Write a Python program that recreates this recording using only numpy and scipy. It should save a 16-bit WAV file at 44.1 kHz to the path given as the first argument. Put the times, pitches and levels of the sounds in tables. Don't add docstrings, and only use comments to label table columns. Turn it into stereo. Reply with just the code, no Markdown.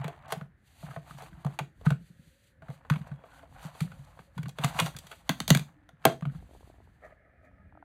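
import sys
import numpy as np
from scipy import signal
from scipy.fft import rfft, irfft, next_fast_len
from scipy.io import wavfile
from scipy.ndimage import uniform_filter1d

SR = 44100
rng = np.random.default_rng(int(sys.argv[2]) if len(sys.argv) > 2 else 0)


def transcribe(u):
    v = np.clip(np.atleast_2d(u).T, -1, 1)
    q = np.round(v * 32767).astype(np.int16)
    wavfile.write(sys.argv[1], SR, q)


def linear_from_db(decibels):
    return 10 ** (np.asarray(decibels, float) / 20)


N = 346075


def along(table, hz):
    points = np.array(table)
    return np.interp(np.log(hz + 1), np.log(points[:, 0]), points[:, 1])


def colour(x, table):
    size = next_fast_len(len(x))
    gain = linear_from_db(along(table, np.fft.rfftfreq(size, 1 / SR)))
    y = irfft(rfft(x, size) * gain, size)[:len(x)]
    return y / np.sqrt(np.mean(y ** 2))


def noise(table):
    return colour(rng.standard_normal(N), table)


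def narrow(hz, share, size):
    skirt = [(hz / 3, -90), (hz * (1 - 3 * share), -40), (hz * (1 - share), -6), (hz, 0),
             (hz * (1 + share), -6), (hz * (1 + 3 * share), -40), (hz * 3, -90)]
    return colour(rng.standard_normal(size), skirt)


def fade(t, t60):
    return np.exp(-np.log(1000) * t / max(t60, 1e-3))


def top(x):
    return x / np.abs(x).max()


def walk(rate):
    k = int(SR / rate)
    held = np.repeat(rng.standard_normal(N // k + 1), k)
    return 1.6 * uniform_filter1d(held, k)[:N]


def add(out, s, sound, early_s=0):
    i = max(int((s - early_s) * SR), 0)
    out[i:i + len(sound)] += sound[:len(out) - i]


def bell(half):
    return np.exp(-np.arange(-3, 3, 1 / SR / half) ** 2)


def swells(peaks):
    out, lead = np.zeros(N + SR), 1
    for s, db, half in peaks:
        add(out, s + lead, linear_from_db(db) * bell(half), early_s=3 * half)
    return out[SR:]


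def ring(modes, t, chance, tilt_db=0):
    shift, spot_db = 1 + .02 * chance[:, 1], 2 * chance[:, 0]
    out = 0
    for (hz, db, t60), a, b in zip(modes, spot_db, shift):
        level = linear_from_db(db + a + tilt_db * np.log2(hz / modes[0][0]))
        out = out + level * fade(t, t60) * np.sin(2 * np.pi * hz * b * t)
    return out


# frequency in Hz, density in dB per Hz.
AIR_COLOUR = [(59, -20), (100, 2.5), (1000, -24), (1760, -12), (2470, -27.5), (5000, -40.5), (14100, -68),
              (16000, -75)]


def air():
    return linear_from_db(-68.5 + .7 * walk(4.7)) * noise(AIR_COLOUR)


# frequency in Hz, density in dB per Hz.
HISS_COLOUR = [(3000, -20), (6500, -2), (8000, 0), (12800, -1), (13600, -14), (16000, -30)]


def hiss():
    return linear_from_db(-96) * noise(HISS_COLOUR)


# peak in seconds, level in dB rms, half length in s, centre in
# Hz.
DRONES = [(7.8, -62, 0.07, 300), (7.5, -67, .06, 260), (.2, -68, .1, 600), (1.375, -67, 0.32, 323),
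          (3.42, -69, 0.22, 273), (3.9, -70, 1.8, 540), (6.3, -70, 0.3, 520), (5.78, -66, .12, 300),
          (7.6, -64, .15, 190)]
# peak in seconds, level in dB rms, half length in s, centre in Hz.
WHIRS = [(7.42, -80, .1, 2440), (7.66, -74, .07, 1670), (7.54, -76, .04, 1710), (7.46, -73, .04, 1290),
         (7.63, -79, .08, 1250), (7.7, -82, .12, 2430), (7.62, -79, .06, 860), (7.2, -75, .04, 2140),
         (7.17, -77, .05, 1680), (7.27, -77, .05, 1280), (7.33, -78, .08, 1780), (7.77, -78, .04, 1610),
         (3.2, -76, .06, 3350)]
# peak in seconds, level in dB rms, half length in s, centre in Hz.
HINGE = (3.36, -62, .07, 1500)


def drones():
    out, lead = np.zeros(N + 12 * SR), 6
    for rows, share in ((DRONES + [HINGE], .07), (WHIRS, .008)):
        for s, db, half, hz in rows:
            shape = bell(half)
            add(out, s + lead, linear_from_db(db) * shape * narrow(hz, share, len(shape)), early_s=3 * half)
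    return out[lead * SR:lead * SR + N]


# time in seconds, level in dB rms.
JERKS = [(0.221, -61), (.88, -60), (1.1, -60), (1.33, -57), (1.87, -51.5), (2.22, -67.5), (2.641, -62.5),
         (2.86, -66), (3.08, -56), (3.57, -56.5), (3.96, -53), (4.18, -62.5), (4.4, -67), (4.73, -56),
         (4.95, -59), (5.281, -63), (5.5, -54), (6.2, -70), (6.419, -51), (6.62, -57.5), (6.801, -55),
         (7.04, -64), (7.481, -61.5), (7.65, -54)]


def handling():
    rumble = noise([(20, -14), (55, 6), (90, 2), (140, -8.5), (300, -17), (500, -64.5)])
    jerk_s, hold_db = 0.094, -65.5
    level = swells((s, db, jerk_s) for s, db in JERKS) + linear_from_db(hold_db)
    return rumble * linear_from_db(1.2 * walk(14)) * level


# time in seconds, peak in dB, pitch in Hz.
GRIP_KNOCKS = [(6.427, -45, 297), (6.493, -50, 260), (6.512, -45, 264), (6.536, -48, 270),
               (6.551, -43, 330), (6.563, -49, 270), (6.609, -47, 325.6), (6.631, -47.5, 411),
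               (6.676, -47, 293), (6.701, -42, 272), (6.785, -52, 280), (6.742, -51.5, 289),
               (6.804, -47, 300), (6.875, -51.5, 367), (7.515, -57.5, 648), (7.725, -47.5, 636),
               (7.753, -45.5, 566), (7.775, -40, 545), (7.827, -38, 617)]


def grip():
    out, t = np.zeros(N), np.arange(1000) / SR
    bent = t + .0015 * (1 - fade(t, .014))
    shape = (1 - fade(t, .006)) * fade(t, .013)
    for s, db, hz in GRIP_KNOCKS:
        lower = np.sin(2 * np.pi * hz * bent)
        upper = 270 / hz * np.sin(2 * np.pi * 2.3 * hz * t)
        add(out, s - .001, linear_from_db(db + 6) * shape * (lower + upper))
    return out


# peak in seconds, level in dB rms, half length in s.
SLEEVE_SHIFTS = [
    (7.055, -49, 0.026),
    (7.125, -58, 0.016),
    (7.26, -66.5, 0.084),
    (7.455, -62.5, 0.033),
    (7.62, -70, 0.35),
]
# frequency in Hz, density in dB per Hz.
CLOTH = [(250, -11.5), (650, 9), (1000, -24), (1280, 2), (1480, -19.5), (1720, -2.5), (2300, -12.5),
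         (3300, -57)]


def sleeve():
    grains = rng.standard_normal(N) * linear_from_db(2.6 * walk(170))
    return colour(grains, CLOTH) * swells(SLEEVE_SHIFTS)


# peak in seconds, drag on the floor in dB, skin hiss in dB, half length in s.
STROKES = [(0.041, -48.5, -68, 0.12), (0.33, -53.5, -86, 0.098), (0.758, -74.5, -65, 0.11),
           (0.915, -53, -63, 0.081), (1.12, -58.5, -61, 0.091), (1.232, -51, -58, 0.042),
           (1.392, -60.5, -68, 0.12), (1.519, -58.5, -65, 0.058), (1.876, -58.5, -64, 0.056),
           (2.105, -103, -69, 0.28), (2.45, -104, -72, 0.069), (2.725, -57.5, -66, 0.066),
           (3.021, -56.5, -68.5, 0.16), (3.373, -60, -68, 0.13), (3.632, -52.5, -65, 0.08),
           (3.806, -59, -61.5, 0.14), (4.11, -64, -66, 0.16), (4.394, -63.5, -65.5, 0.045),
           (4.654, -41.5, -48, 0.052), (4.814, -48.5, -49, 0.082), (5.072, -61.5, -58.5, 0.14),
           (5.357, -57, -69, 0.073), (5.567, -54, -72.5, 0.087), (5.796, -72.5, -95, 0.16),
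           (6.085, -46, -55.5, 0.051), (6.358, -65.5, -68.5, 0.056), (6.568, -70.5, -66.5, 0.17),
           (6.85, -74, -78.5, 0.12), (7.075, -65, -76, 0.07)]
# frequency in Hz, density in dB per Hz.
SKIN = [(1200, -23), (2000, -4), (4400, -2), (6500, -5.5), (10500, -11), (15000, -17), (16000, -51.5)]


def skin():
    waver = linear_from_db(2 * walk(14) + 1.5 * walk(60))
    return noise(SKIN) * waver * swells((s, db, half) for s, _, db, half in STROKES)


def drag_level():
    return swells((s, db, half) for s, db, _, half in STROKES)


# frequency in Hz, density in dB per Hz.
DRAG = [(280, -26.5), (480, -13), (680, 5), (1500, -4.5), (3000, -16), (5000, -44), (9000, -64.5)]


def drag():
    grains = rng.standard_normal(N) * linear_from_db(1.8 * walk(250) + 2 * walk(40))
    boards = linear_from_db(-5) * narrow(150, 0.1, N)
    return (colour(grains, DRAG) + boards) * (drag_level() + linear_from_db(-94.5))


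def rub():
    return drag() + skin() + handling()


# frequency in Hz, density in dB per Hz.
GRIT = [(400, -20), (900, 0), (1600, -2), (3500, -10), (7000, -20), (12000, -34)]


def grit():
    per_s, spread_db = 160, 2
    caught = (rng.random(N) < per_s / SR) * linear_from_db(spread_db * rng.exponential(size=N))
    shape = signal.oaconvolve(caught, fade(np.arange(600) / SR, .012))[:N]
    return colour(shape * rng.standard_normal(N), GRIT) * linear_from_db(-8) * drag_level()


# peak
# in seconds, level in dB rms, bright share in dB, half length in s.
SCUFFS = [(0.325, -36, -7, 0.012), (.304, -42, -9, .007), (.292, -47, -14, .004), (1.186, -75, 17, 0.015),
          (1.859, -35, -8.5, 0.0068), (3.645, -50.5, -3, 0.036), (1.189, -50, -13, 0.0062),
          (1.273, -55, -15, 0.019), (4.05, -75.5, 18, .004), (7.056, -85, 15, 0.018),
          (4.641, -24.5, -10.5, 0.0042), (4.782, -38.5, -8, 0.04), (4.871, -38, -5.5, 0.013),
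          (5.39, -67, 12, 0.011), (5.495, -44.5, 12.5, 0.0084), (7.452, -92, 15, .025),
          (5.28, -58, -6, .012), (3.078, -62, 4, .006)]
# frequency in Hz, density in dB per Hz.
EDGE = [(2000, -18), (3500, -3), (5500, 2), (9000, -9), (13000, -12), (16000, -26.5), (17000, -53)]


def scuffs():
    grains = rng.standard_normal(N) * linear_from_db(2.3 * walk(400))
    body = colour(grains, DRAG) * swells((s, db, half) for s, db, _, half in SCUFFS)
    bright = swells((s, db + bright_db, half) for s, db, bright_db, half in SCUFFS)
    return body + colour(grains, EDGE) * bright


# peak in seconds, peak level in dB, pitch in Hz.
SLID = [(0.008, -30, 138), (0.058, -31, 151.6), (0.335, -38.5, 150), (0.377, -34, 158),
        (0.424, -33.5, 152.5), (0.843, -35, 156), (0.905, -39.5, 142), (0.978, -34.5, 149),
        (1.115, -44.5, 150), (0.885, -44, 150), (1.155, -40.5, 143), (1.247, -47.5, 144),
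        (1.33, -45.5, 170), (1.382, -43.5, 157), (1.463, -22.5, 146), (1.499, -52, 139), (1.616, -30, 150),
        (1.875, -14, 148), (1.921, -19.5, 151), (2.018, -41, 167), (2.108, -44, 172), (2.2, -47, 168),
        (2.279, -54.5, 156)]
# peak in seconds, peak level in dB, pitch in Hz.
TILTED = [(2.633, -47.5, 152), (2.701, -33, 146), (2.918, -16, 146), (2.969, -28, 162),
          (3.017, -35.5, 154.5), (3.123, -31, 145.5), (3.659, -33.5, 155), (3.822, -22, 152),
          (3.855, -31, 161), (3.944, -44, 152), (4.001, -41, 137), (4.202, -46, 156), (4.375, -34, 159),
          (4.397, -27.5, 150), (4.446, -31.5, 132), (4.472, -28.5, 150), (4.502, -58, 147),
          (4.603, -30.5, 151), (4.653, -19, 147.6), (4.761, -34.5, 150), (4.815, -31.5, 157),
          (4.829, -25, 150), (4.847, -27, 144.3), (4.96, -40, 148), (5.049, -48, 165)]
# peak in seconds, peak level in dB, pitch in Hz.
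DROPPED = [(5.299, -24, 229), (5.408, -34.5, 230), (5.511, -14.5, 196.4), (5.306, -23, 174),
           (5.509, -20, 330), (6.059, -17, 285), (6.07, -22, 270), (5.358, -42, 165), (5.418, -36.5, 155),
           (5.492, -32, 177), (5.52, -9, 159.4), (5.565, -20, 154), (5.616, -32.5, 153), (5.94, -51.5, 159),
           (6.075, -22.5, 147.5), (6.105, -29, 149), (6.231, -27, 158), (6.265, -29.5, 152.4),
           (6.28, -26.5, 147), (6.359, -36.5, 160), (6.384, -54.5, 150.4), (6.426, -55.5, 145)]


def thumps():
    out, t = np.zeros(N + SR), np.arange(8000) / SR
    for s, db, hz in SLID + TILTED + DROPPED:
        swell = 0.0045 * (150 / hz) ** 2.16
        u = t / swell
        w = 2 * np.pi * hz * t
        turn = 2 * np.pi * rng.random(3)
        main = u ** 0.9 * np.exp(-(u / 2.29) ** 1.27) * np.sin(w + turn[0])
        after = (1 - fade(t, .1)) * fade(t, .16) * np.sin(1.12 * w + turn[1])
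        upper = u * np.exp(-u) * np.sin(1.5 * w + turn[2])
        sound = linear_from_db(db + 1.5) * (top(main) + linear_from_db(-14.5) * after + linear_from_db(-6.5) * upper)
        cut = int(SR * max(2 * swell - s, 0))
        add(out, s, sound[cut:], early_s=2 * swell)
    return out[:N]


# frequency in Hz, density in dB per Hz.
BEND = [(120, -12), (250, 1), (500, -1.5), (1500, -2.5), (4000, -13.5)]


def sweeps():
    out, size = np.zeros(N), 4096
    hz = np.fft.rfftfreq(size, 1 / SR)
    lag_s = .005
    phase = -2 * np.pi * lag_s * (2 * np.sqrt(1000 * hz) - hz / 2)
    level = linear_from_db(along(BEND, hz)) / (1 + (hz / 6000) ** 4)
    front = top(irfft(level * np.exp(1j * phase), size))
    for rows, *_, front_db in ACTIONS:
        for s, db, *_ in rows:
            add(out, s, linear_from_db(db + front_db) * front[:size // 2])
    return out


# time in seconds, peak in dB, pitch
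# in Hz.
TICKS = [(0.888, -39, 704), (1.081, -49, 1190), (1.186, -39, 727), (1.235, -35, 840), (1.244, -50, 842),
         (1.33, -46, 1570), (2.989, -50, 724), (3.05, -47, 1020), (3.077, -46, 756), (3.107, -45, 721),
         (3.346, -50, 1510), (3.312, -53, 1460), (1.174, -45, 1240), (7.605, -60, 600), (5.97, -56, 1400),
         (3.127, -43, 630), (3.192, -46, 665), (3.257, -49, 719), (3.302, -50, 668), (3.393, -43, 1470),
         (3.525, -46, 850), (3.549, -47, 1280), (3.576, -59, 711), (3.605, -42, 759), (3.877, -43, 1400),
         (3.999, -50, 977), (4.174, -46, 729), (4.728, -37, 778), (4.747, -27, 1140), (4.805, -12, 1070),
         (4.874, -40, 842), (4.949, -39.5, 1570),
         (2.921, -26, 1270), (2.928, -30, 1200), (1.596, -24, 900), (1.602, -29, 1000), (4.638, -17, 2900),
         (4.79, -18, 2700), (4.822, -26, 2800), (5.297, -18.5, 1630), (5.294, -15, 1050),
         (5.2945, -18, 2100), (6.0545, -9, 1150), (5.505, -14, 2000), (6.056, -14, 1000),
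         (4.769, -36, 1070), (4.794, -18, 1060), (4.83, -31, 1000), (6.043, -32.5, 1350), (6.09, -27, 686),
         (6.099, -28, 700), (6.228, -35.5, 1250), (6.298, -43, 1495), (6.35, -44, 1300)]


def ticks():
    out, t = np.zeros(N), np.arange(1500) / SR
    for s, db, hz in TICKS:
        modes = [(hz, 0, .016), (hz * 1.23, -5, .016), (hz * 2.1, -6, .007), (hz * 3.4, -12, .004)]
        knock = ring(modes, t, rng.standard_normal((4, 2))) * (1 - fade(t, .003))
        add(out, s, linear_from_db(db - 2) * top(knock))
    return out


# time in seconds, peak in dB.
CRACKS = [(5.5042, -8), (5.2935, -16), (5.5497, -20), (4.8011, -19), (4.6385, -30), (4.5108, -48),
          (4.7602, -40), (4.9373, -45), (4.9643, -33), (4.9867, -31), (5.492, -32), (7.058, -66),
          (7.447, -74), (0.3225, -28), (0.044, -36)]


def cracks():
    out, t = np.zeros(N), np.arange(200) / SR
    for s, db in CRACKS:
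        cycle = fade(t, .0012) * np.sin(2 * np.pi * 5200 * t)
        add(out, s, linear_from_db(db) * top(cycle + .4 * fade(t, .004) * rng.standard_normal(len(t))))
    return out


# frequency in Hz, level in dB, t60 in s.
BOX = [(359, -14, .06), (520, -8.5, .06), (658.6, -0.5, .15), (707, -3, 0.15), (1380, -11.5, 0.086)]


def door():
    out, t = np.zeros(N), np.arange(9000) / SR
    body = ring(BOX, t, np.zeros((len(BOX), 2)))
    add(out, 6.0665, linear_from_db(-21) * (1 - fade(t, 0.0029)) * body)
    return out


# time in seconds, level in dB rms, half length in s.
LATCH = (6.0541, -11, 0.0015)


def latch():
    band = signal.butter(2, [8000, 15000], "band", fs=SR, output="sos")
    return signal.sosfilt(band, rng.standard_normal(N)) * swells([LATCH])


# frequency in Hz, level in dB, t60 in s.
HOLLOW = [(533, -14, 0.03), (607, -8.5, 0.0044), (678.3, 0, 0.07), (758, 0.5, 0.04), (865, -3, 0.045),
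          (1045, -2, 0.016)]
# frequency in Hz, level in dB, t60 in s.
PANEL = [(1250, 1.5, 0.012), (1495, 2.5, 0.016), (1803, -8.5, 0.0032), (2160, 6, 0.0049),
         (2550, -1.5, 0.0048), (3280, -6, 0.015), (3700, -13.5, 0.0021)]
# frequency in Hz, level in dB, t60 in s.
SHELL = [(1090, -1.5, .012), (1630, 0, 0.013), (2100, -3, .008), (2440, 3, 0.013), (3160, -2, 0.0073),
         (3560, -1, 0.01), (4200, -4.5, .006)]
# frequency in Hz, density in dB per Hz.
BUZZ = [(400, -14.5), (800, 1.5), (2000, -2), (4500, -6), (9000, -15.5), (16000, -26)]
# time in seconds, peak in dB, hollow share in dB, sharp edge in dB.
SHIFTING = [(0.0428, -27, -6, -19), (0.08, -34, 6, -12), (0.2815, -54.5, 17, 0), (0.3225, -18.5, 0, -13),
            (0.4115, -35, -5.5, -49), (0.829, -59.5, 23, -18), (0.8659, -43, -14, -23),
            (0.9109, -37, -19, -37), (0.9337, -50, 10, -25), (0.9618, -34, 6, -57),
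            (1.1085, -36.5, -29, -94), (1.2216, -43.5, 10.5, -6), (1.4473, -45.5, 20.5, -3.5),
            (1.4644, -41, 12.5, -12), (1.5893, -21, 0.5, -16), (1.8118, -53.5, 13, -16),
            (1.8632, -22, -36, -43), (1.9042, -20.5, -4, -19), (1.9208, -33.5, -1, -29)]
OPENING = [(2.621, -44.5, 3, -58), (2.6839, -45, 3, -27), (2.7011, -43.5, 10.5, -19),
           (2.8494, -47.5, 6, -39), (2.8994, -15.5, -42, -21), (2.937, -33, -10, -19),
           (2.9577, -30.5, -17, -32), (3.0692, -50, 11, -18), (3.1158, -43, -5, -30),
           (3.238, -63.5, 27.5, -27), (3.4298, -65.5, 25.5, -19), (3.7499, -48.5, 10.5, -15),
           (3.8053, -28.5, -42, -10), (3.9177, -38, -35, -21.5), (4.1905, -39.5, 1.5, -28)]
UNLOADING = [(4.3786, -31.5, -26, -18.5), (4.4302, -37.5, -14, -11.5), (4.4569, -36, -30, -30),
             (4.4828, -54.5, 16, 7.5), (4.4922, -41, -8, -3), (4.5855, -27.5, -1, -16),
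             (4.6441, -15, -7, -10), (4.789, -12.5, -13, -18.5), (4.7987, -13.5, -41, -6.5),
             (4.8208, -41, 10, 3), (4.8605, -28, -32, -5.5), (4.9656, -35, -27, 0), (4.9875, -47, -14, 8.5),
             (5.0685, -43.5, -9, -4), (5.1144, -32.5, -34, -17), (5.1261, -37.5, -2.5, -33)]
LAYING = [
    (5.2931, -11, -18.5, -12.5),
    (5.4027, -19, -25, -7.5),
    (5.4792, -26, -3, 2),
    (5.5038, -8, -16, 0),
    (5.5492, -14, -20, -7),
    (5.5724, -23, -20, -5.5),
    (5.5945, -28, -13.5, -10),
]
SHUTTING = [
    (5.8909, -42, -4, -14.5),
    (6.0533, -3, 2, -11.5),
    (6.066, -19.5, 4, -25),
    (6.2098, -40, -12, -14.5),
    (6.2239, -33, -11, -45),
    (6.2536, -29, -6, -39),
]
# contacts, modes that ring, rattle t60 in s, share that keeps buzzing, front in the boards in dB.
ACTIONS = [(SHIFTING, PANEL, 0.029, 0.042, -15), (OPENING, PANEL, 0.029, 0.061, -21.5),
           (UNLOADING, PANEL, 0.03, 0.077, -16.5), (LAYING, SHELL, 0.016, .09, -9.5),
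           (SHUTTING, PANEL, 0.012, .04, -13.5)]


def clicks():
    out, t = np.zeros(N), np.arange(4000) / SR
    crack, loose = noise(EDGE), noise(BUZZ)
    for rows, modes, t60, buzz, _ in ACTIONS:
        shape = (1 - fade(t, 4.74 * t60 ** 2)) * (fade(t, t60) + 0.37 * buzz * fade(t, 0.09))
        for s, db, hollow_db, edge_db in rows:
            chance = rng.standard_normal((13, 2))
            knocks = rng.standard_normal(len(t))
            rattle = knocks * np.abs(knocks) * shape
            hollow = signal.fftconvolve(rattle, ring(HOLLOW, t, chance[:6]))[:len(t)]
            struck = ring(modes, t, chance[6:], 0.72 * (edge_db + 18.5))
            panel = signal.fftconvolve(rattle, struck)[:len(t)]
            start = rng.integers(N - len(t))
            part = slice(start, start + len(t))
            edge = crack[part] * shape * (fade(t, 0.081) + 0.18)
            sound = top(panel) + linear_from_db(hollow_db - 2.5) * top(hollow) + linear_from_db(edge_db + 8.5) * top(edge)
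            sound += buzz * loose[part] * (1 - fade(t, .02)) * fade(t, .12)
            add(out, s - .0003, sound * linear_from_db(db + 1))
    return signal.sosfilt(signal.butter(3, 430, "high", fs=SR, output="sos"), out)


# band centre in Hz, t60 in s, level in dB.
ROOM = [(171, 0.23, -20.5), (330, .12, -39), (660, 0.11, -42.5), (2100, 0.18, -37.5), (4850, 0.23, -41.5),
        (9500, 0.27, -43), (14000, 0.17, -47)]


def room(x):
    t, out = np.arange(16000) / SR, 0
    place = np.arange(N) // 2200 % 3
    for k in range(3):
        tails = 0
        for hz, t60, db in ROOM:
            band = signal.butter(2, [hz / 1.7, min(hz * 1.7, .45 * SR)], "band", fs=SR, output="sos")
            echoes = signal.sosfilt(band, rng.standard_normal((2, len(t))))
            tails = tails + linear_from_db(db) * echoes * fade(t, t60)
        tails = tails * (1 - fade(t, 0.017))
        out = out + signal.oaconvolve((x * (place == k))[None], tails, axes=1)[:, :N]
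    return out


# frequency in Hz, phase in radians.
PORTS = [(170, .15), (320, .6), (850, .8), (1300, -.45), (4500, -1.6), (5300, -3.14), (6000, -4.1),
         (12000, -6.25)]
# frequency in Hz, share as a plain factor.
APART = [(200, 0.05), (600, 0.043), (1500, 0.18), (4000, 0.06), (5300, 0.08), (7000, 0.12), (13000, .3)]


def ports(x, other):
    size = next_fast_len(N + SR // 10)
    hz = np.fft.rfftfreq(size, 1 / SR)
    side = np.array([[1], [-1]])
    both = rfft(x, size) + side * along(APART, hz) * rfft(other, size)
    return irfft(both * np.exp(.5j * side * along(PORTS, hz)), size)[:, :N]


def scene():
    plastic = clicks() + scuffs() + ticks() + door() + cracks()
    boards = thumps() + sweeps()
    tail, tail_apart = room(plastic + linear_from_db(-16.5) * boards)
    background = air() + hiss() + drones() + tail
    front = background + grip() + sleeve() + rub() + grit() + boards + latch() + plastic
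    early = np.roll(plastic, 40)
    other = early + rub() + tail_apart + 9.7 * air() + 26 * sleeve()
    return ports(front, other)


def top_cut(x):
    return signal.sosfilt(signal.butter(12, 16800, fs=SR, output="sos"), x)


def record(dry):
    x = signal.sosfilt(signal.butter(2, 45, "high", fs=SR, output="sos"), dry)
    x = signal.sosfilt(signal.ellip(8, .2, 60, 16000, fs=SR, output="sos"), x)
    mix = np.tanh(0.79 * x) * 1.177
    return top_cut(mix)


dry = scene()
out = record(dry)
transcribe(out)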